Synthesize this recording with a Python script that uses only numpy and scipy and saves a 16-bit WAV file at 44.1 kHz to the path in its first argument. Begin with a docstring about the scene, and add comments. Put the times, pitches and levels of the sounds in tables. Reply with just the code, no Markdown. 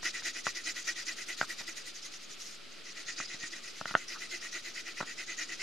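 """Pencil shading at a table

A coloured pencil shades paper on a table in a quiet, hissing room, close to a small stereo microphone.
The lead's rasp is shaped noise, louder and brighter in mid-stroke, about ten strokes a second.
Pencil and sheet ring as noise-driven resonances, strongest near 2 kHz.
Now and then the pencil knocks on the table through the paper: filtered impulses ring decaying modes.
Slips of the sheet add soft scuffs, brief swells of one resonance."""
import sys
import numpy as np
from scipy import signal
from scipy.fft import rfft, irfft
from scipy.io import wavfile
from scipy.ndimage import uniform_filter1d

SR = 44100
rng = np.random.default_rng(int(sys.argv[2]) if len(sys.argv) > 2 else 0)


def put_to_file(sound):
    """Save the sound as 16-bit audio at rate SR, in the file named by the first command-line argument."""
    columns = np.atleast_2d(sound).T  # one column per channel
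    safe = np.clip(columns, -1, 1)
    whole_steps = np.round(safe * 32767)
    wavfile.write(sys.argv[1], SR, whole_steps.astype(np.int16))


N = 247842


def undb(db):
    """Decibels to gain."""
    return 10 ** (np.asarray(db) / 20)


def unit(x):
    """Scale to rms 1."""
    return x / np.sqrt(np.mean(x ** 2))


def walk(rate_hz):
    """Smooth random wandering with rms 1: noise averaged twice over 1 / rate_hz seconds."""
    span = max(int(SR / rate_hz), 1)
    noise = rng.standard_normal(N)
    return unit(uniform_filter1d(uniform_filter1d(noise, span), span))


def shape(points):
    """Gain at every frequency bin, joining (f/Hz, level/dB) points on a log frequency axis."""
    hz, db = np.transpose(points)
    bins_hz = np.fft.rfftfreq(N, 1 / SR)
    return undb(np.interp(np.log(bins_hz + 1), np.log(hz), db))  # +1 avoids log 0


def hiss(colour, side):
    """Stereo noise of a given colour and width; rms 1 in the middle."""
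    spectra = rfft(rng.standard_normal((2, N))) * shape(colour)
    spectra[1] *= shape(side)
    mid, wide = irfft(spectra, N)
    return np.array([mid + wide, mid - wide]) / mid.std()


# stereo width of the pencil, close to the microphone: f/Hz, side minus mid level/dB
PENCIL_SIDE = [(150, -5), (400, -26), (1400, -43), (2300, -8), (4400, -5.5), (6500, -6), (8500, 1),
               (14000, 0.5)]


def resonance(hz, width_hz, shift):
    """A resonance driven by dense friction: noise about a moving centre hz * shift; rms 1 in the middle."""
    pole = np.exp(-2 * np.pi * .78 * width_hz / SR)  # two such poles give the -3 dB width
    drive = rng.standard_normal((2, N)) + 1j * rng.standard_normal((2, N))
    envelope = signal.lfilter([1], [1, -2 * pole, pole ** 2], drive)
    carrier = np.exp(2j * np.pi * np.cumsum(hz * shift) / SR)
    mid, wide = unit((envelope * carrier).real)
    wide = wide * undb(np.interp(hz, *np.transpose(PENCIL_SIDE)))
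    return np.array([mid + wide, mid - wide])


# colour of the room and microphone hiss: f/Hz, relative level per Hz/dB
HISS_COLOUR = [(25, 20), (60, -7.5), (130, -1.5), (340, 3), (600, -1.5), (1000, -8.5), (1300, 3.5),
               (1600, -2), (2500, 3), (4900, 1), (6500, -12), (8000, -13), (12000, -22.5), (15000, -34)]
# its stereo width: f/Hz, side minus mid level/dB
HISS_SIDE = [(100, 3.5), (400, 2), (1300, -9), (2500, -7), (5000, -4.5), (9000, 0.5)]


def background():
    """Hiss of the room and the microphone: shaped noise whose level wavers slightly."""
    level_db = -51 + .5 * walk(30)
    return hiss(HISS_COLOUR, HISS_SIDE) * undb(level_db)


# runs of back-and-forth strokes, each at an even pace until the next begins:
# start t/s, number of strokes, lean level/dB (added on one direction, taken off the other)
STROKE_RUNS = [(0.018, 9, 1.7), (0.942, 5, -0.6), (1.467, 5, 0.5), (1.928, 2, -0.5), (2.098, 3, .9),
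               (2.365, 1, .5), (2.585, 1, -6.5), (2.829, 3, 1), (3.155, 6, 0), (3.842, 8, 1),
               (4.731, 9, 0.5)]
# single strokes with extra pressure (0 leaves the stroke as it is): t/s, extra level/dB
STROKE_ACCENTS = [(0.68, 0), (0.89, 1), (3.21, 3), (3.44, 1.5), (4.78, 0.5), (5.41, 1.5)]


def hand(stick=.75):
    """Tip speed (0 at each turn, 1 in full swing) and the extra pressure of the current stroke in dB."""
    last_turn_s, speed_up_s, slow_down_s = 5.678, .048, .056
    start, count, lean_db = np.transpose(STROKE_RUNS)
    t = np.arange(N) / SR
    edges, count = np.append(start, last_turn_s), np.rint(count)
    done = np.append(0, np.cumsum(count))
    travel = np.interp(t, edges, done)  # strokes made so far
    stroke, along = travel.astype(int), travel % 1
    run = np.clip(np.searchsorted(start, t) - 1, 0, len(start) - 1)
    length_s = (np.diff(edges) / count)[run]
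    direction = 1 - 2 * ((stroke - done[run]) % 2)
    since_turn, until_turn = along * length_s, (1 - along) * length_s
    swing = np.clip(np.minimum(since_turn / speed_up_s, until_turn / slow_down_s), 0, 1)
    # the waxy lead clings after each turn, then breaks free
    clinging = since_turn < rng.uniform(.01, .032, stroke.max() + 1)[stroke]
    speed = np.sin(np.pi / 2 * swing) * np.where(clinging, stick, 1)
    accent_db = sum(db * (stroke == int(np.interp(s, edges, done))) for s, db in STROKE_ACCENTS)
    return speed, direction * lean_db[run] + accent_db


def snags():
    """The lead catches on raised fibres: sudden jumps in dB that relax within milliseconds, mean 0."""
    per_second, base_jump_db, relax_s = 30, 1.2, 0.008
    caught = rng.random(N) < per_second / SR
    catches = caught * rng.uniform(0.65, 2.4, N) * base_jump_db
    jumps = signal.lfilter([1], [1, -np.exp(-1 / (relax_s * SR))], catches)
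    return jumps - jumps.mean()


def patchy(x, depth_db, across_hz, lasting_s, size=256):
    """The paper's tooth differs by spot: neighbouring frequencies swell and fade together for moments."""
    hz, s, spectra = signal.stft(x, SR, nperseg=size)
    field = rng.standard_normal(spectra.shape[1:])
    for axis, span in enumerate([across_hz / hz[1], lasting_s / s[1]]):
        span = max(int(span), 1)
        field = uniform_filter1d(uniform_filter1d(field, span, axis=axis), span, axis=axis)
    gain = unit(undb(depth_db * unit(field)))
    return signal.istft(spectra * gain, SR, nperseg=size)[1][:, :N]


# working levels in mid-stroke, before pressure changes:
# t/s, rasp level/dB, ring of pencil and sheet level/dB, finest grain level/dB
HAND_EFFORT = [(0.0, -42, -38.5, -55.5), (0.38, -43, -41, -52.5), (0.88, -43.5, -40.5, -53.5),
               (1.25, -45.5, -42.5, -53.5), (1.65, -47.0, -43.5, -53.5), (2.0, -47, -55.5, -57.5),
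               (2.25, -52, -64, -62), (2.48, -50, -65, -57.5), (2.7, -58.5, -62, -78),
               (3.0, -46.5, -45.5, -60.0), (3.2, -47, -46, -75), (3.5, -47, -46, -61),
               (3.75, -52.5, -53.5, -62), (4.22, -47, -43.5, -56), (4.6, -47.5, -43.0, -56.5),
               (4.95, -48.5, -43, -59.5), (5.3, -46, -41, -58.5), (5.62, -45.0, -41.5, -58)]
# friction noise of the lead on the paper: f/Hz, relative level per Hz/dB
RASP_COLOUR = [(100, -41), (330, -25), (600, -33), (1000, -36), (1400, -2.5), (2600, -5.5), (3300, 0.5),
               (4100, 3), (5100, 3), (6850, 5.5), (7800, -9.5), (9500, -12), (13000, -47)]
# its finest grain: f/Hz, relative level per Hz/dB
GRAIN_COLOUR = [(3000, -2.5), (6000, 5), (8000, 0.5), (9000, 3), (10000, -5.5), (11500, -1.5),
                (13000, -8.5), (15000, -38)]
# higher resonances of the lead and its wooden cone: nominal f/Hz, width f/Hz, relative level/dB
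LEAD_MODES = [(3960, 114, -11), (4486, 160, -13.5), (4977, 190, -7.5), (5770, 330, -9), (6330, 190, -17)]
# resonances of pencil and sheet under the dragging lead: nominal f/Hz, width f/Hz, relative level/dB
BODY_MODES = [(336, 32, -17), (666, 107, -23), (1449, 200, -12), (1954, 131, -.5), (2468, 250, -5.5),
              (2920, 210, -13)]


def shading():
    """Shaped noise makes a rasp that follows the speed.

    The body rings mostly in mid-stroke, where the tip moves fastest."""
    speed, stroke_db = hand()
    s, *levels = np.transpose(HAND_EFFORT)
    rasp_db, ring_db, grain_db = (np.interp(np.arange(N) / SR, s, db) for db in levels)
    # a hand that makes the pencil ring at this level snags fully; a lighter one glides
    firm_ring_db = -42
    snag_db = snags() * np.minimum(undb(ring_db - firm_ring_db), 1)
    tooth_db = 0.6 * walk(61) + 1.03 * walk(126)  # the paper's uneven tooth
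    pressure_db = stroke_db + snag_db + tooth_db
    shift = 1 + .03 * (speed - .6) + .02 * walk(15)
    # each resonance swells and fades on its own, wandering at random
    lead = sum(resonance(hz, width, shift) * undb(db + 2.0 * walk(40)) for hz, width, db in LEAD_MODES)
    body = sum(resonance(hz, width, shift) * undb(db + 0.65 * walk(28)) for hz, width, db in BODY_MODES)
    # higher powers of speed crowd the sound into mid-stroke
    rasp = (hiss(RASP_COLOUR, PENCIL_SIDE) + lead) * speed ** 0.67 * undb(rasp_db)
    grain = hiss(GRAIN_COLOUR, PENCIL_SIDE) * speed * undb(grain_db)
    scratch = patchy(rasp + grain, depth_db=2.5, across_hz=900, lasting_s=.018)
    body_ring = body * speed ** 2.45 * undb(ring_db)
    return (scratch + body_ring) * undb(pressure_db)


def ring(modes, t):
    """Sum of decaying modes after a blow."""
    out = 0
    for hz, t60, db in modes:
        out = out + undb(db) * np.sin(2 * np.pi * hz * t) * np.exp(-np.log(1000) * t / t60)
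    return out


# pencil knocks, direct sound: t/s, peak level/dB, contact cut-off f/Hz, table thud peak level/dB,
# frequency ratio of the spot struck
PENCIL_KNOCKS = [(0.03, -31.5, 2500, -53, 1.06), (0.2224, -36.5, 2000, -60, 1.16),
                 (0.468, -15, 2300, -44, 1), (0.4764, -26.5, 2300, -44, 0.85),
                 (1.4134, -11, 2400, -48, 1.07), (1.428, -24.5, 1900, -52, 1.05),
                 (1.609, -37, 1510, -55, 1.3), (3.2018, -26, 2200, -41, 0.93),
                 (3.344, -44.5, 1500, -44, 0.97), (3.434, -39.5, 2286, -44, 1.05),
                 (3.8128, -22.5, 2400, -38, 0.95), (3.8565, -20.5, 3000, -45, 1.01),
                 (3.91, -28.5, 2500, -40, 0.99), (3.941, -24.5, 1800, -52, 0.91),
                 (3.9519, -5.5, 2160, -41, 1.013), (3.9643, -33, 2700, -55, 1.04),
                 (5.005, -25, 1500, -51, 0.73), (5.0103, -21.5, 900, -43, 0.98),
                 (5.027, -28.5, 1510, -40, 1)]
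# what a knock rings with at spot ratio 1: f/Hz, decay by 60 dB t/s, relative level/dB
PENCIL_KNOCK_MODES = [(337, 0.012, -8), (730, 0.018, -9), (1010, 0.028, -16), (1380, 0.018, -7),
                      (1470, 0.009, 13), (1784, 0.02, 4), (2870, 0.0044, 8), (3100, 0.0048, -8)]
# the table top under it: f/Hz, decay by 60 dB t/s, relative level/dB
TABLE_TOP_MODES = [(146, 0.046, -9), (204, 0.031, 1.5), (279, 0.032, 1.5)]


def knocks(skid_db=-21, rebound_s=0.001467, rebound=0.25, crack_db=-21):
    """Paper softens each blow, rounding off its upper modes; the tip rebounds and skids, longer if light."""
    typical_db, typical_skid_s, skid_halves_per_db, longest_skid_s = -25, 0.0023, 0.6, 0.01
    out, t = np.zeros(N + SR), np.arange(SR // 8) / SR
    thud = ring(TABLE_TOP_MODES, t) * (1 - np.exp(-t / 0.0018))  # the heavy top takes a moment to move
    for s, db, contact_hz, thud_db, spot in PENCIL_KNOCKS:
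        firm_db = db - typical_db
        skid_s = min(typical_skid_s * .5 ** (skid_halves_per_db * firm_db), longest_skid_s)
        force = rng.standard_normal(len(t)) * np.exp(-t / skid_s) * undb(skid_db)
        force[0] = 1
        force[int(rebound_s / spot * SR)] += rebound
        soft_contact = signal.butter(2, min(contact_hz, SR / 3), fs=SR, output="sos")
        force = signal.sosfilt(soft_contact, force)
        crack = rng.standard_normal(len(t)) * np.exp(-t / .001) * undb(crack_db)
        response = ring(PENCIL_KNOCK_MODES, t * spot) + crack
        blow = signal.fftconvolve(force, response)[:len(t)]
        # a thin pencil radiates little bass
        blow = signal.sosfilt(signal.butter(1, 240, "highpass", fs=SR, output="sos"), blow)
        i = int(s * SR)
        out[i:i + len(t)] += undb(db) * blow / abs(blow).max()
        out[i:i + len(t)] += undb(thud_db) * thud / abs(thud).max()
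    return out[:N]


def room(x, t60, wet_db):
    """Faint, short reflections as decaying noise, different at each side."""
    t = np.arange(SR // 2) / SR
    decay = np.exp(-np.log(1000) * t / t60)
    tail = rng.standard_normal((2, len(t))) * decay * (t > .003)
    tail = tail / np.sqrt(np.sum(tail ** 2, axis=1, keepdims=True))
    return x + undb(wet_db) * signal.fftconvolve(x[None], tail, axes=1)[:, :N]


# soft scuffs as the hand shifts the sheet: centre t/s, level/dB, half length t/s
SHEET_SCUFFS = [(1.439, -41, .008), (3.89, -48, 0.018), (4.163, -45, 0.016), (5.015, -39, 0.0043),
                (5.031, -44, 0.0065)]


def scuffs():
    """Each slip of the sheet briefly swells one of its resonances."""
    centre_hz, width_hz = 1338, 240
    t = np.arange(N) / SR
    swell = sum(undb(db) * np.exp(-((t - s) / half_s) ** 2) for s, db, half_s in SHEET_SCUFFS)
    return resonance(centre_hz, width_hz, np.ones(N)) * swell


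def scene():
    """Shading, knocks with their reflections, and scuffs over the hiss."""
    knocks_in_room = room(knocks(), t60=0.074, wet_db=-15)
    return background() + shading() + knocks_in_room + scuffs()


def record(dry):
    """The recorder thins the deep bass, cuts the top and sits slightly off zero."""
    bass_hz, top_hz, offset = 95, 15200, -.0023
    thin = signal.sosfilt(signal.butter(2, bass_hz, "highpass", fs=SR, output="sos"), dry)
    return signal.sosfilt(signal.ellip(8, .2, 70, top_hz, fs=SR, output="sos"), thin) + offset


dry = scene()
out = record(dry)
put_to_file(out)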